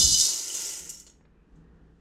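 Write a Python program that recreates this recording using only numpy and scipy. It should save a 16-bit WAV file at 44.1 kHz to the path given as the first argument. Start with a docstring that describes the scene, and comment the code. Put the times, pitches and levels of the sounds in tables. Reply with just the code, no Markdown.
"""Dry beans pour from a glass jar into a metal colander standing in a pot: random impacts excite resonant bodies.
The first beans ring bare metal and shake the table as decaying modes, filtered noise and thumps; then the rattle
turns to bean on bean, and the emptying jar hums through resonances that sharpen. A few last beans drop as dying
noise bursts and clear notes. A quiet kitchen of shaped noise and low wavering tones remains."""
import sys
import numpy as np
from scipy import signal
from scipy.fft import rfft, irfft, next_fast_len
from scipy.io import wavfile
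from scipy.ndimage import map_coordinates

SR = 44100
rng = np.random.default_rng(int(sys.argv[2]) if len(sys.argv) > 2 else 0)


def master(y):
    """Save y as 16-bit WAV."""
    cut = np.clip(np.atleast_2d(y).T, -1, 1)
    pcm = np.round(cut * 32767)  # scale
    wavfile.write(sys.argv[1], SR, pcm.astype(np.int16))


def how_loud(loudness_db):
    """Turn decibels into a plain amplitude multiplier (0 dB gives 1, 20 dB gives 10)."""
    steps = np.asarray(loudness_db, float) / 20
    return 10 ** steps


N = 88508

# The stream: time_s, ringing_bare_metal_db, metal_clang_db, bean_on_bean_db, jar_db
POUR_LEVELS = [(0, -19, -19.5, -38.5, -48.5), (.04, -24.5, -23.5, -36.5, -54.5), (.1, -26, -23, -38.5, -56),
               (.17, -27.5, -25.5, -35, -56), (.21, -40.5, -22.5, -32.5, -55.5),
               (.28, -47, -27.5, -33, -53.5), (.35, -58, -36, -36, -52), (.44, -65.5, -39, -38.5, -55),
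               (.51, -72, -43, -37.5, -54), (.585, -80, -42, -35, -52), (.68, -95.5, -44.5, -36, -52),
               (.78, -99, -75.5, -38.5, -54), (.82, -109, -65.5, -45.5, -57.5),
               (.865, -95, -94, -48.5, -56.5), (.95, -91, -83, -49.5, -67.5), (1.04, -94, -85, -61, -70),
               (1.12, -100, -100, -81, -73), (1.25, -110, -110, -100, -94)]
# Colander resonances: centre_hz, width_hz, relative_level_db
COLANDER_MODES = [(2987, 23, -7), (3548, 36, -9), (4063, 25, -7), (4470, 14, -14.5), (4604, 20, -17),
                  (4890, 14, -3), (5000, 32, 0), (5760, 20, -10.5), (5870, 49, -6.5), (6440, 38, -3),
                  (7100, 19, -8.5), (7680, 45, -11)]
# Dense upper modes of the metal: frequency_hz, relative_level_db (per Hz)
CLANG_SPECTRUM = [(1060, -66), (2650, -41.5), (2900, -16), (3320, -20.5), (3510, -10.5), (4900, -2),
                  (6480, -1), (12100, -19.5), (15500, -46.5)]
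# One bean on another: frequency_hz, relative_level_db (per Hz)
CLICK_SPECTRUM = [(880, -21), (1500, -26), (2650, -18), (2860, -10), (3580, -17), (4800, -13), (5090, -8.5),
                  (6900, 0), (11100, -18.5), (12800, -15.5), (15500, -31.5)]
# Resonances of the empty jar: centre_hz, width_hz, relative_level_db
JAR_MODES = [(362, 42, 5.5), (537, 113, -2.5), (908, 38, 0), (1411, 51, -0.5), (1985, 200, -3),
             (2940, 470, -7.5)]
# Low shaking of pot and table: time_s, level_db
SHAKE_LEVELS = [(0, -42.5), (.03, -32.5), (.07, -36.5), (.1, -39.5), (.14, -37.5), (.17, -48), (.21, -48.5),
                (.26, -60.5), (.33, -99)]
# Spectrum of that shaking: frequency_hz, relative_level_db (per Hz)
THUD_SPECTRUM = [(12, -34.5), (20, 3), (123, -3), (214, -11.5), (300, -18), (500, -37.5), (1100, -120)]
# The heaviest clump lands, later a soft bump: centre_s, level_db, pitch_hz, length_s (standard deviation)
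THUMPS = [(0.053, -21.5, 86, 0.0033), (1.539, -45, 42.3, .008)]
# Kitchen background: frequency_hz, relative_level_db (per Hz)
HUSH_SPECTRUM = [(12, -35.5), (20, -2.5), (64, 2), (106, -13.5), (170, -4), (478, -14.5), (535, -23),
                 (1870, -28), (2150, -39), (2700, -38), (15500, -69.5)]
# Level of background and hum together: time_s, level_db
HUSH_LEVELS = [(0, -41.5), (.4, -70), (.75, -64.5), (.85, -57.5), (1.05, -63.5), (1.2, -60.5), (1.45, -59),
               (1.6, -56), (1.8, -56.5), (2.01, -58.5)]
# Hum tones: pitch_hz, mean_level_db (peak over the background rms)
HUM_TONES = [(60, -9), (161, -4.5), (290, -15.5)]
# A faint narrow band swells and fades: time_s, level_db
MURMUR_LEVELS = [(1.2, -93), (1.4, -81.5), (1.7, -100)]
# Faint treble hiss: time_s, level_db
HISS_LEVELS = [(1.4, -94), (1.57, -82.5), (1.7, -91), (2.01, -84)]
# Its spectrum: frequency_hz, relative_level_db (per Hz)
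HISS_SPECTRUM = [(1800, -44), (2300, -1), (7000, -7.5), (15000, -30.5)]
# Beans that strike a clear note: start_s, level_db, pitch_hz, t60_s
CLEAR_NOTES = [(.002, -25, 3548, 0.2034), (.015, -37, 2987, .4), (.044, -11, 6680, .03),
               (.1246, -13, 6210, .03), (.142, -27.5, 3006, .15), (.4324, -23.5, 6630, .03),
               (.501, -27, 2990, 0.036), (.548, -25, 6470, .06), (.641, -32.5, 5200, .08),
               (.889, -52, 2825, 0.2), (.945, -40, 5540, .13), (1.064, -47, 4346, 0.029),
               (1.099, -59.5, 5557, 0.17), (1.065, -51.5, 2898, .04), (1.097, -51.5, 6510, 0.094)]
# Last single beans: start_s, rattle_db, treble_db, t60_s
LAST_BEANS = [(0.873, -41.5, -54.5, 0.079), (.892, -30.5, -39, 0.079), (.899, -33.5, -43, 0.063),
              (0.9363, -42.5, -49.5, .03), (.973, -43, -63, 0.05), (0.998, -39.5, -48.5, 0.049),
              (1.065, -47, -81, 0.095), (1.097, -49, -82, 0.038), (1.556, -74.5, -95.5, 0.15)]
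# Knocks, the first three giving the last beans' clacks their lower body: start_s, dull_part_db, bright_part_db
KNOCKS = [(1.065, -58, -59), (1.075, -59.5, -54), (1.096, -62, -57.5), (1.208, -60.5, -78),
          (1.251, -55, -69.5)]
# Spectrum of a knock: frequency_hz, relative_level_db (per Hz)
KNOCK_SPECTRUM = [(100, -12), (400, -3.5), (1000, -14), (2400, -12.5), (5000, -16), (7000, -64)]
# Decay of the room: frequency_hz, t60_s
ROOM_DECAY = [(300, 0.27), (3000, 0.35), (15000, 0.28)]
# Gain of the side signal below the top treble, narrowing the image: time_s, side_gain_db
SIDE_GAIN = [(0, -2), (.35, -6), (.45, -11), (.75, -15), (1.1, -14), (1.2, -51)]
# Two close ports before SIDE_GAIN: frequency_hz, left_over_right_db, left_lead_rad, unrelated_side_db
PORTS = [(100, -8.5, .2, -16), (600, -5, .5, -6.5), (2500, 0, -.5, -11), (7000, -1.7, -.35, -3),
         (10960, 2.5, .1, -10.5)]

METAL_PER_S, BEANS_PER_S, JAR_PER_S = 2500, 3500, 1500  # mean impacts per second
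TINKLE_COUNT, TINKLE_HZ, TINKLE_T60_S = 400, 6385, 0.026
TINKLE_PITCH_SPREAD, TINKLE_SIZE_SPREAD_DB = .12, 2.5  # standard deviations, pitch in natural log
TINKLE_OVER_BEANS_DB = -0.5
JAR_EMPTY_S, FULL_WIDENING = .5, 4.2  # the jar rings freely from here; resonances this much wider while full
MURMUR_HZ, MURMUR_WIDTH_HZ = 2450, 200
KNOCK_SPLIT_HZ, KNOCK_T60_S = 2600, 0.043
ROOM_DB, TOP_HZ, TOP_SIDE_DB = -8.5, 11500, -0.5


def unit(x):
    """Normalise mean power: the rms becomes 1."""
    return x / np.sqrt(np.mean(x ** 2) + 1e-20)


def along(points, hz):
    """Interpolate (Hz, value) points on a logarithmic frequency axis."""
    f, v = np.transpose(points)
    return np.interp(np.log(hz + 1), np.log(f + 1), v)


def curves(rows):
    """Interpolate linearly in time: one curve for each column after the time."""
    s, *columns = np.transpose(rows)
    return [np.interp(np.arange(N) / SR, s, column) for column in columns]


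def wobble(rate):
    """Smooth random modulation: a spline through Gaussian knots, rate of them a second."""
    knots = rng.standard_normal(int(N * rate / SR) + 4)
    return map_coordinates(knots, [np.arange(N) * rate / SR])


def filtered(x, response):
    """Linear filtering: the spectrum times a complex response of frequency."""
    m = 2 * next_fast_len(N // 2 + SR // 4)
    spectrum = rfft(x, m) * response(np.fft.rfftfreq(m, 1 / SR))
    return irfft(spectrum, m)[..., :N]


def shaped_noise(points):
    """Stationary noise of rms 1 whose spectrum follows (Hz, dB) points."""
    return unit(filtered(rng.standard_normal(N), lambda hz: how_loud(along(points, hz))))


def colour(points):
    """Minimum phase: folding the cepstrum makes a causal response from (Hz, dB) points."""
    def response(hz):
        cepstrum = irfft(np.log(how_loud(along(points, hz)) + 1e-5))
        half = len(cepstrum) // 2
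        cepstrum[1:half] *= 2
        cepstrum[half + 1:] = 0
        return np.exp(rfft(cepstrum))
    return response


def modes(rows):
    """Modal superposition: causal second-order resonances summed with alternating sign."""
    def response(f):
        total = 0
        for k, (centre, width, db) in enumerate(rows):
            resonance = 1j * f * width / (centre * centre - f * f + 1j * f * width)
            total = total + (-1) ** k * how_loud(db) * resonance
        return total
    return response


def blows(per_s, spread_db):
    """Shot noise: impacts of random time, sign and uneven size, scaled to rms 1."""
    chance, sign, size = rng.random((3, N))
    struck = chance < per_s / SR
    return unit(struck * np.sign(sign - .5) * how_loud(-spread_db * np.log(size + .01)))


def scaled(hits, level_db, response):
    """Source and body: impacts at a level excite a filter whose steady output has rms 1."""
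    return filtered(hits * how_loud(level_db), response) / np.std(filtered(hits, response))


def bursts(rows, response):
    """Transient excitation: decaying noise bursts (s, dB, t60 s) drive a body normalised on steady noise."""
    x, t = np.zeros(N + SR), np.arange(SR // 5) / SR
    onset = 1 - np.exp(-t / .0012)
    for s, db, t60 in rows:
        x[round(s * SR):][:len(t)] += how_loud(db - 60 * t / t60) * onset * rng.standard_normal(len(t))
    return filtered(x[:N], response) / filtered(rng.standard_normal(N), response).std()


def rung(hits, t60):
    """High modal density: each impact rings as decaying noise, new for every blow."""
    t = np.arange(SR // 10) / SR
    power = signal.fftconvolve(hits ** 2, how_loud(-2 * 60 * t / t60))[:N]
    return unit(np.sqrt(np.abs(power)) * rng.standard_normal(N))


def tinkle(level_db):
    """Damped free vibration: short notes of chance pitch as beans glance off metal and glass."""
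    r, t = rng.standard_normal((TINKLE_COUNT, 2)), np.arange(SR // 20) / SR
    at = rng.integers(0, int(1.2 * SR), TINKLE_COUNT)
    hz = TINKLE_HZ * np.exp(TINKLE_PITCH_SPREAD * r[:, :1])
    note_db = level_db[at, None] + TINKLE_SIZE_SPREAD_DB * r[:, 1:] - 60 * t / TINKLE_T60_S
    notes = how_loud(note_db) * np.sin(2 * np.pi * hz * t)
    places = at[:, None] + np.arange(len(t))
    return np.bincount(places.ravel(), notes.ravel(), N)[:N]


def jar(level_db):
    """Damping by the contents: wide resonances crossfade to sharp ones as the jar empties."""
    empty = np.clip(np.arange(N) / SR / JAR_EMPTY_S, 0, 1) ** 2
    damped_modes = [(hz, FULL_WIDENING * width, db) for hz, width, db in JAR_MODES]
    full_jar = scaled(blows(JAR_PER_S, 3), level_db, modes(damped_modes))
    free_jar = scaled(blows(JAR_PER_S, 2.62), level_db, modes(JAR_MODES))
    return np.sqrt(1 - empty) * full_jar + np.sqrt(empty) * free_jar


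def pour():
    """Impact excitation: the stream hits bare metal, then other beans, and rattles out of the jar."""
    ring_db, clang_db, beans_db, jar_db = curves(POUR_LEVELS)
    hits = blows(METAL_PER_S, 1.4)
    clump_db = 1.2 * wobble(130)
    stiff = colour([(1500, -24.0), (2600, -13.5), (2900, 0.0)])  # weakens the ringing below 2900 Hz
    metal = scaled(hits, ring_db + clump_db, lambda hz: modes(COLANDER_MODES)(hz) * stiff(hz))
    clang = scaled(rung(hits, 0.011), clang_db + clump_db, colour(CLANG_SPECTRUM))
    beans = scaled(blows(BEANS_PER_S, 1.9), beans_db + 1.3 * wobble(84), colour(CLICK_SPECTRUM))
    return metal + clang + beans + tinkle(beans_db + TINKLE_OVER_BEANS_DB) + jar(jar_db)


def shake():
    """Forced low vibration: falling weight shakes pot and table as noise, with deep Gaussian thumps."""
    t = np.arange(N) / SR
    thumps = np.zeros(N)
    for s, db, hz, length in THUMPS:
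        envelope = np.exp(-((t - s) / length) ** 2 / 2)
        thumps += how_loud(db) * envelope * np.sin(2 * np.pi * hz * (t - s))
    return thumps + how_loud(curves(SHAKE_LEVELS)[0]) * shaped_noise(THUD_SPECTRUM)


def kitchen():
    """Stationary background: shaped noise, a wavering hum, a passing narrow murmur and a faint hiss."""
    t = np.arange(N) / SR
    hush = shaped_noise(HUSH_SPECTRUM) * how_loud(1.3 * wobble(9))
    hum = np.zeros(N)
    for hz, db in HUM_TONES:
        hum += how_loud(db + 3 * wobble(12)) * np.sin(2 * np.pi * hz * t + 0.63 * wobble(14))
    narrow_band = modes([(MURMUR_HZ, MURMUR_WIDTH_HZ, 0)])
    murmur = how_loud(curves(MURMUR_LEVELS)[0]) * unit(filtered(rng.standard_normal(N), narrow_band))
    hiss = how_loud(curves(HISS_LEVELS)[0]) * shaped_noise(HISS_SPECTRUM)
    return murmur + (hush + hum) * how_loud(curves(HUSH_LEVELS)[0]) + hiss


def clear_notes():
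    """Single-mode decay: some beans strike a clear note that wavers in level and phase."""
    ring, t = np.zeros(N + SR), np.arange(SR // 4) / SR
    onset = 1 - np.exp(-t / 0.0015)
    for s, db, hz, t60 in CLEAR_NOTES:
        envelope = how_loud(db - 60 * t / t60 + 1.5 * wobble(120)[:len(t)]) * onset
        phase = 2 * np.pi * hz * t + .6 * wobble(90)[:len(t)]
        ring[round(s * SR):][:len(t)] += envelope * np.sin(phase)
    return ring[:N]


def last_beans():
    """Isolated impacts: each last bean is a short rattle with a separate treble edge."""
    click = colour(CLICK_SPECTRUM)

    def rattle_band(hz):
        return click(hz) / (1 + (hz / 8500) ** 8) / (1 + (4600 / (hz + 1)) ** 4)

    def treble_band(hz):
        return click(hz) / (1 + (8500 / (hz + 1)) ** 8)

    rattle = bursts([(s, db, t60) for s, db, _, t60 in LAST_BEANS], rattle_band)
    return rattle + bursts([(s, db, t60) for s, _, db, t60 in LAST_BEANS], treble_band)


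def knocks():
    """Two-band impact: each knock has a dull and a bright part; the first ones give the last beans' clacks
    their lower body."""
    body = colour(KNOCK_SPECTRUM)
    low = lambda hz: 1 / (1 + (hz / KNOCK_SPLIT_HZ) ** 8)
    dull = bursts([(s, db, KNOCK_T60_S) for s, db, _ in KNOCKS], lambda hz: body(hz) * low(hz))
    bright = bursts([(s, db, KNOCK_T60_S) for s, _, db in KNOCKS], lambda hz: body(hz) * (1 - low(hz)))
    return dull + bright


def room(x):
    """Reverberation: a delayed diffuse tail in which each frequency dies at its own speed."""
    hz, t, z = signal.stft(rng.standard_normal(SR // 2), SR, nperseg=256)
    decay = how_loud(-60 * t / along(ROOM_DECAY, hz)[:, None])
    tail = signal.istft(z * decay, SR, nperseg=256)[1]
    delayed = np.pad(x, (150, 0))  # samples
    return signal.fftconvolve(delayed, tail / np.linalg.norm(tail))[:N]


def stereo(mid):
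    """Interchannel coherence at two close ports: the side is partly tied to the middle, partly phase-scattered."""
    port = lambda k, hz: along([(row[0], row[k]) for row in PORTS], hz)
    low = lambda hz: 1 / (1 + (hz / TOP_HZ) ** 40)
    # the side over the middle that gives the left-to-right ratio and lead
    ratio = lambda hz: np.tanh((np.log(how_loud(port(1, hz))) + 1j * port(2, hz)) / 2)
    z = signal.stft(mid, nperseg=256)[2]
    scattered = signal.istft(z * np.exp(2j * np.pi * rng.random(z.shape)), nperseg=256)[1][:N]
    scattered = scattered * mid.std() / scattered.std()
    tied = filtered(mid, lambda hz: low(hz) * ratio(hz))
    loose = filtered(scattered, lambda hz: low(hz) * how_loud(port(3, hz)))
    top = filtered(scattered - .15 * mid, lambda hz: 1 - low(hz))
    side = how_loud(curves(SIDE_GAIN)[0]) * (tied + loose) + how_loud(TOP_SIDE_DB) * top
    return np.array([mid + side, mid - side])


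def scene():
    """Superposition: the beans with their room, over table and kitchen, heard in stereo."""
    beans = pour() + clear_notes() + last_beans() + knocks()
    return stereo(beans + how_loud(ROOM_DB) * room(beans) + shake() + kitchen())


def low_pass(x):
    """Removes everything above the highest recorded frequency."""
    return signal.sosfilt(signal.butter(12, 15680, fs=SR, output="sos"), x)


def record(dry):
    """Unity gain: the stereo scene is already the finished mix."""
    return low_pass(dry)


dry = scene()
out = record(dry)
master(out)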